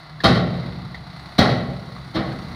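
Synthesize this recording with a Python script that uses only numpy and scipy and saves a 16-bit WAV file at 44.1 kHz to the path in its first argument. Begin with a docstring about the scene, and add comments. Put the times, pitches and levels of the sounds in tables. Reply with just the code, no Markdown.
"""Dump truck lowering its bed

A dump truck lowers its empty steel bed on a dirt lot while the diesel idles. The loose tailgate
swings against the bed three times, the last time softly: each blow is a clash, a thump and a long
boom of the plates. Linkages clink, the bed shudders and the tree line echoes the blows."""
import sys
import numpy as np
from scipy import signal
from scipy.fft import rfft, irfft
from scipy.io import wavfile
from scipy.ndimage import uniform_filter1d

SR = 44100
rng = np.random.default_rng(int(sys.argv[2]) if len(sys.argv) > 2 else 0)


def to_wav(sig):
    """Store sig (one row per channel, or 1-D mono) as 16-bit WAV at the path in sys.argv[1].

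    Samples outside -1..1 are clipped; the rate is SR.
    """
    pcm = np.clip(np.atleast_2d(sig), -1, 1) * 32767
    pcm = np.round(pcm).astype(np.int16)
    wavfile.write(sys.argv[1], SR, pcm.T)  # frames by channels


N = 112454


def undb(db):
    """Turn decibels into a gain to multiply by."""
    return 10 ** (np.asarray(db) / 20)


def unit(x):
    """Scale to an average (rms) level of 1."""
    return x / np.sqrt(np.mean(x ** 2))


def since(start):
    """Seconds since start, zero before it."""
    return np.maximum(np.arange(N) / SR - start, 0)


def fade(t, fade_s):
    """Die away by 60 dB in the fade time, fade_s."""
    return np.exp(-np.log(1000) * t / fade_s)


def level_curve(points):
    """A gain that follows (time [s], level [dB]) points."""
    return undb(np.interp(since(0), *np.array(points).T))


def freqs():
    """The frequency of each slot in a spectrum."""
    return np.maximum(np.arange(N // 2 + 1) * SR / N, 1)


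def colour(x, points):
    """Shape the tone by (frequency [Hz], level [dB]) points, then scale to level 1."""
    hz, db = np.array(points).T
    gain = undb(np.interp(np.log(freqs()), np.log(hz), db))
    return unit(irfft(rfft(x) * gain, N))


def resonate(x, hz, width):
    """Make x ring around one pitch."""
    return signal.lfilter(*signal.iirpeak(hz, hz / width, fs=SR), x)


def noise():
    return rng.standard_normal(N)


def wander(rate):
    """Drift smoothly to a new random value, rate times a second."""
    step = int(SR / rate)
    held = np.repeat(noise()[:N // step + 1], step)
    return unit(uniform_filter1d(held, step)[:N])


def rippled(x, depth_db=2.1, spacing_hz=55):
    """Add the fine peaks and dips of many close resonances, weaker in the bass."""
    grid = np.arange(0, SR / 2, spacing_hz)
    bumps = noise()[:len(grid)] * np.minimum(grid / 2000, 1)
    return unit(irfft(rfft(x) * undb(depth_db * np.interp(freqs(), grid, bumps)), N))


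# notes the exhaust pipe rings at (pitch [Hz], width [Hz], level [dB])
EXHAUST_NOTES = [(66, 17, -2.5), (130, 25, -3.5), (166, 36, -1)]
# tone of the engine's clatter and of its block's rumble (frequency [Hz], level [dB])
CLATTER_TONE = [(200, -18), (330, -10), (500, -10), (700, 3), (900, -2.5), (1180, 1), (1450, -1),
                (1680, -7.5), (2000, -0.5), (2300, -10), (2800, -15), (3450, -11), (3700, -7), (3950, -3.5),
                (4250, -6.5), (4600, -6.5), (4850, -14.5), (5400, -18.5), (5800, -22.5), (7500, -34),
                (8900, -29.5), (9450, -22.5), (10000, -30.5), (12500, -40), (14500, -34)]
RUMBLE_TONE = [(20, -32), (42, -12), (66, -8), (90, -6), (130, 1), (180, -6.5), (240, -13.5), (330, -12),
               (500, -31.5), (1000, -59.5)]
# how the clatter, its hiss and the bass swell and sink (time [s], level [dB])
CLATTER_SWELL = [(0, -1.5), (.2, -4), (.6, 2), (1.0, -2), (1.3, 0.5), (1.9, -1.5), (2.15, -1.5), (2.35, 0),
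                 (2.55, 1.5)]
HISS_SWELL = [(0, -1), (.7, -3), (1.2, 0.5), (2.0, 1.5), (2.3, 2.5), (2.55, 1)]
BASS_SWELL = [(0, -6), (.22, -3.5), (.7, 4.5), (1.2, -2), (2.0, -1.5), (2.55, 6)]


def diesel(firing_hz=31.58, hiss_above_hz=5500):
    """Uneven firings ring the exhaust and make the clatter pulse, over the engine block's rumble."""
    cycles = np.cumsum(firing_hz * (1 + 0.0095 * wander(4.8))) / SR
    firing = cycles.astype(int)
    strength = undb(3.2 * noise()[firing])
    pulses = np.diff(firing, prepend=0) * strength
    exhaust = unit(sum(undb(db) * resonate(resonate(pulses, hz, width), hz, width)
                       for hz, width, db in EXHAUST_NOTES))
    knocks = 1 + 0.64 * strength * np.exp(-(cycles % 1) / 0.29)  # a quick surge at each firing
    clatter = rippled(noise()) * knocks * undb(0.29 * wander(22.5))
    clatter = colour(clatter, CLATTER_TONE) * level_curve(CLATTER_SWELL)
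    hiss = irfft(rfft(clatter) * (freqs() > hiss_above_hz), N)
    clatter += hiss * (level_curve(HISS_SWELL) - 1)
    bass = undb(-45) * exhaust + undb(-42.5) * colour(noise(), RUMBLE_TONE)
    return undb(-42) * clatter + bass * level_curve(BASS_SWELL)


# path of the opening hum (time [s], pitch [Hz], level [dB])
HUM_PATH = [(0, 141.4, -43), (.08, 151.2, -43), (.15, 152, -37.5), (.23, 156, -41), (.3, 156, -80)]


def hum():
    """A low hum rises a little and is gone with the first blow."""
    times, hz, db = np.array(HUM_PATH).T
    t = since(0)
    cycles = np.cumsum(np.interp(t, times, hz)) / SR
    return undb(np.interp(t, times, db)) * np.sin(2 * np.pi * cycles)


# clinks of the linkage
# (time [s], ping level [dB], pitch [Hz], ping fade [s], rattle level [dB], rattle fade [s])
LINKAGE_CLINKS = [(0.203, -22.5, 1820, 0.042, -34.5, .12), (0.54, -44, 1910, .06, -43, .6),
                  (0.944, -26.5, 1995, 0.051, -38, 0.15), (1.193, -43, 4200, .05, -52, .08),
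                  (1.633, -36, 1970, .04, -43, .06), (1.962, -35, 1150, 0.069, -41.5, 0.12),
                  (2.317, -31, 1630, 0.047, -38, 0.078)]
# notes of one pin (multiple of its pitch, level [dB])
PIN_NOTES = [(1, -1.5), (.93, -4.5), (1.09, -10.5), (1.88, -14)]
# tone of the rattle around a clink (frequency [Hz], level [dB])
RATTLE_TONE = [(150, -12), (300, 2), (600, -0.5), (1400, -4), (2100, -2), (2700, -10), (4200, 2),
               (5500, -19), (8000, -33), (14000, -36)]


def linkage(rise_s=0.002):
    """Pins and chains clink: a short ping over a noisy rattle."""
    out = 0
    for start, ping_db, hz, ping_s, rattle_db, rattle_s in LINKAGE_CLINKS:
        t = since(start)
        pin = sum(undb(db) * np.sin(2 * np.pi * (hz * ratio * t + rng.random()))
                  for ratio, db in PIN_NOTES)
        ping = undb(ping_db) * pin * fade(t, ping_s)
        rattle = undb(rattle_db) * colour(noise(), RATTLE_TONE) * fade(t, rattle_s)
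        out += (ping + rattle) * np.minimum(t / rise_s, 1)
    return out


# tone of the steel plates' many blended notes (frequency [Hz], level [dB])
PLATE_TONE = [(25, -42), (45, -13), (68, -6), (90, -5.5), (115, -7), (165, -4.5), (240, -2.5), (290, -10.5),
              (345, -6.5), (440, -10.5), (650, -7), (790, -7.5), (920, -21), (1120, -12), (1420, -14),
              (1620, -20), (1900, -11.5), (2400, -25), (2900, -25.5), (3200, -18.5), (3500, -22.5),
              (3800, -14), (4400, -15), (4750, -23.5), (5500, -32), (7300, -53.5), (10000, -47),
              (12500, -57), (14500, -50)]
# how the plates die away (frequency [Hz], clash fade [s], ring fade [s], ring level [dB])
PLATE_FADES = [(59.7, 0.19, 1.28, -9.5), (150, .4, 1.73, -3.5), (300, 0.13, 1.14, -4),
               (564, 0.15, 0.96, -1), (1230, 0.64, 0.6, -7), (2360, 0.53, 0.83, -7.5),
               (4240, 0.18, 0.61, -5.5), (7800, 0.047, 0.39, 5), (15000, 0.047, 0.3, -2.5)]


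def plates(start, rise, bass_db, treble_db, ring_db, hold_s=0.0086):
    """Struck plates give a chattering clash, treble first, and a ring that lasts longest in the bass."""
    t, out = since(start), 0
    spectrum = rfft(colour(rippled(noise()), PLATE_TONE))
    centres = np.log([row[0] for row in PLATE_FADES])
    tilt_hz, tilt_db = [150, 800, 4000, 9000], [bass_db, 0, treble_db, 2 * treble_db]
    for share, (hz, clash_s, ring_s, db) in zip(np.eye(len(PLATE_FADES)), PLATE_FADES):
        band = irfft(spectrum * np.interp(np.log(freqs()), centres, share), N)  # the part near hz
        swell_s = rise * (2000 / hz) ** 0.21  # low bands build up more slowly
        clash = fade(np.maximum(t - swell_s - hold_s, 0), clash_s)
        ring = undb(db + ring_db) * fade(t, ring_s)
        tilt = undb(np.interp(np.log(hz), np.log(tilt_hz), tilt_db))
        out += band * np.hypot(clash, ring) * tilt * np.minimum(t / swell_s, 1) ** 1.2
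    return out


# the bed's strong notes (pitch [Hz], fade [s], level at blow 1 [dB], at blow 2 [dB], at blow 3 [dB])
BED_NOTES = [(67.5, 2.7, -32.5, -36, -45), (117.1, 1.5, -19.5, -20.5, -31), (134.4, 2.5, -20.5, -26, -29),
             (177.7, 2.05, -19, -26.5, -34.5), (198.6, 1.16, -23, -25, -37),
             (249.7, 0.797, -23, -18.5, -37), (257, 0.86, -30.5, -23.5, -37), (324, 0.53, -27.5, -24, -23),
             (412.5, 1, -36, -28.5, -48), (474, 1.5, -29.5, -36.5, -45), (627, 0.88, -25, -26.5, -32.5),
             (677.5, 0.68, -28.5, -25, -40), (796, 0.19, -30, -18, -27), (1094, 0.64, -26, -29, -41),
             (1166, 0.24, -23, -34, -49), (1360, 0.57, -29, -29, -42), (1484, 0.46, -25.5, -42, -48),
             (1875, 0.19, -19, -33, -30), (3200, 0.13, -20, -38, -50), (3285, 0.2, -22.5, -33, -39),
             (3678, .25, -29, -39, -35), (3780, 0.1, -26, -29, -48), (4200, 0.19, -20.5, -36, -39),
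             (4410, .3, -26, -37, -49)]


def bed_ring(start, blow, rise_s=0.011, flutter_db=3):
    """The struck bed rings at its own notes, each wavering in loudness."""
    t, out = since(start), 0
    flutter = flutter_db * wander(28.22)
    for hz, fade_s, *blow_db in BED_NOTES:
        phase = rng.random()
        level = undb(blow_db[blow] + np.roll(flutter, int(phase * N)))
        out += level * fade(t, fade_s) * np.sin(2 * np.pi * (hz * t + phase))
    return out * np.minimum(t / rise_s, 1)


def thump(start, hz=229, delay_s=0.013, width_s=0.0028):
    """A blow shoves the bed: one quick push and pull on the air."""
    t = since(start)
    from_centre = t - delay_s
    pulse = (t > 0) * np.exp(-(from_centre / width_s) ** 2)
    return -pulse * np.sin(2 * np.pi * hz * from_centre)


# blows of the tailgate (time [s], plate level [dB], rise [s],
# plate bass [dB], plate treble [dB], plate ring [dB], thump level [dB])
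TAILGATE_BLOWS = [(0.2345, -12, 0.01, 0.5, 0.5, 3.5, -5), (1.380, -12.5, 0.0097, -1, 0.5, 3, -1.5),
                  (2.139, -21.5, .022, 2.5, -2.5, 1.5, -34)]


def tailgate():
    """Each blow shakes the bed's plates, rings its strong notes and shoves it."""
    out = 0
    for blow, (start, db, rise, bass_db, treble_db, ring_db, thump_db) in enumerate(TAILGATE_BLOWS):
        out += undb(db) * plates(start, rise, bass_db, treble_db, ring_db)
        out += bed_ring(start + rise / 2, blow)
        out += undb(thump_db) * thump(start)
    return out


# dull booms of the bed floor (time [s], level [dB], pitch [Hz], fade [s])
FLOOR_BOOMS = [(0.294, -8.5, 176, 0.12), (0.470, -17, 150, 0.16), (1.503, -15, 141, 0.23),
               (1.618, -17, 150, .12), (2.038, -29, 150, .07), (2.276, -22.5, 136, 0.23),
               (2.497, -28, 85, .4), (2.505, -31.5, 229, .3)]


def shudders(rise_s=0.015, rough_db=-6.5):
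    """The bed shudders on the ram that lifts it: its floor booms with a few uneven swings."""
    out = 0
    for start, db, hz, fade_s in FLOOR_BOOMS:
        t = since(start)
        swing = np.sin(2 * np.pi * (hz * t + rng.random()))
        roughness = undb(rough_db) * unit(resonate(resonate(noise(), hz, hz / 2), hz, hz))
        out += undb(db) * (swing + roughness) * np.minimum(t / rise_s, 1) * fade(t, fade_s)
    return out


def tree_echo(sound, delay_s=0.108, db=-15.5):
    """The tree line throws the sound back, later and quieter."""
    return undb(db) * np.pad(sound, (round(delay_s * SR), 0))[:N]


def scene():
    """The truck and the echo of its bangs, in one channel."""
    bangs = tailgate()
    return (diesel() + hum() + linkage() + bangs + shudders() + tree_echo(bangs))[None]


def record(dry, drive=0.35, top_hz=15500):
    """Round off the loudest peaks and cut the highest treble."""
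    rounded = np.tanh(drive * dry) / drive
    return signal.sosfilt(signal.ellip(10, 0.2, 80, top_hz, fs=SR, output="sos"), rounded)


dry = scene()
out = record(dry)
to_wav(out)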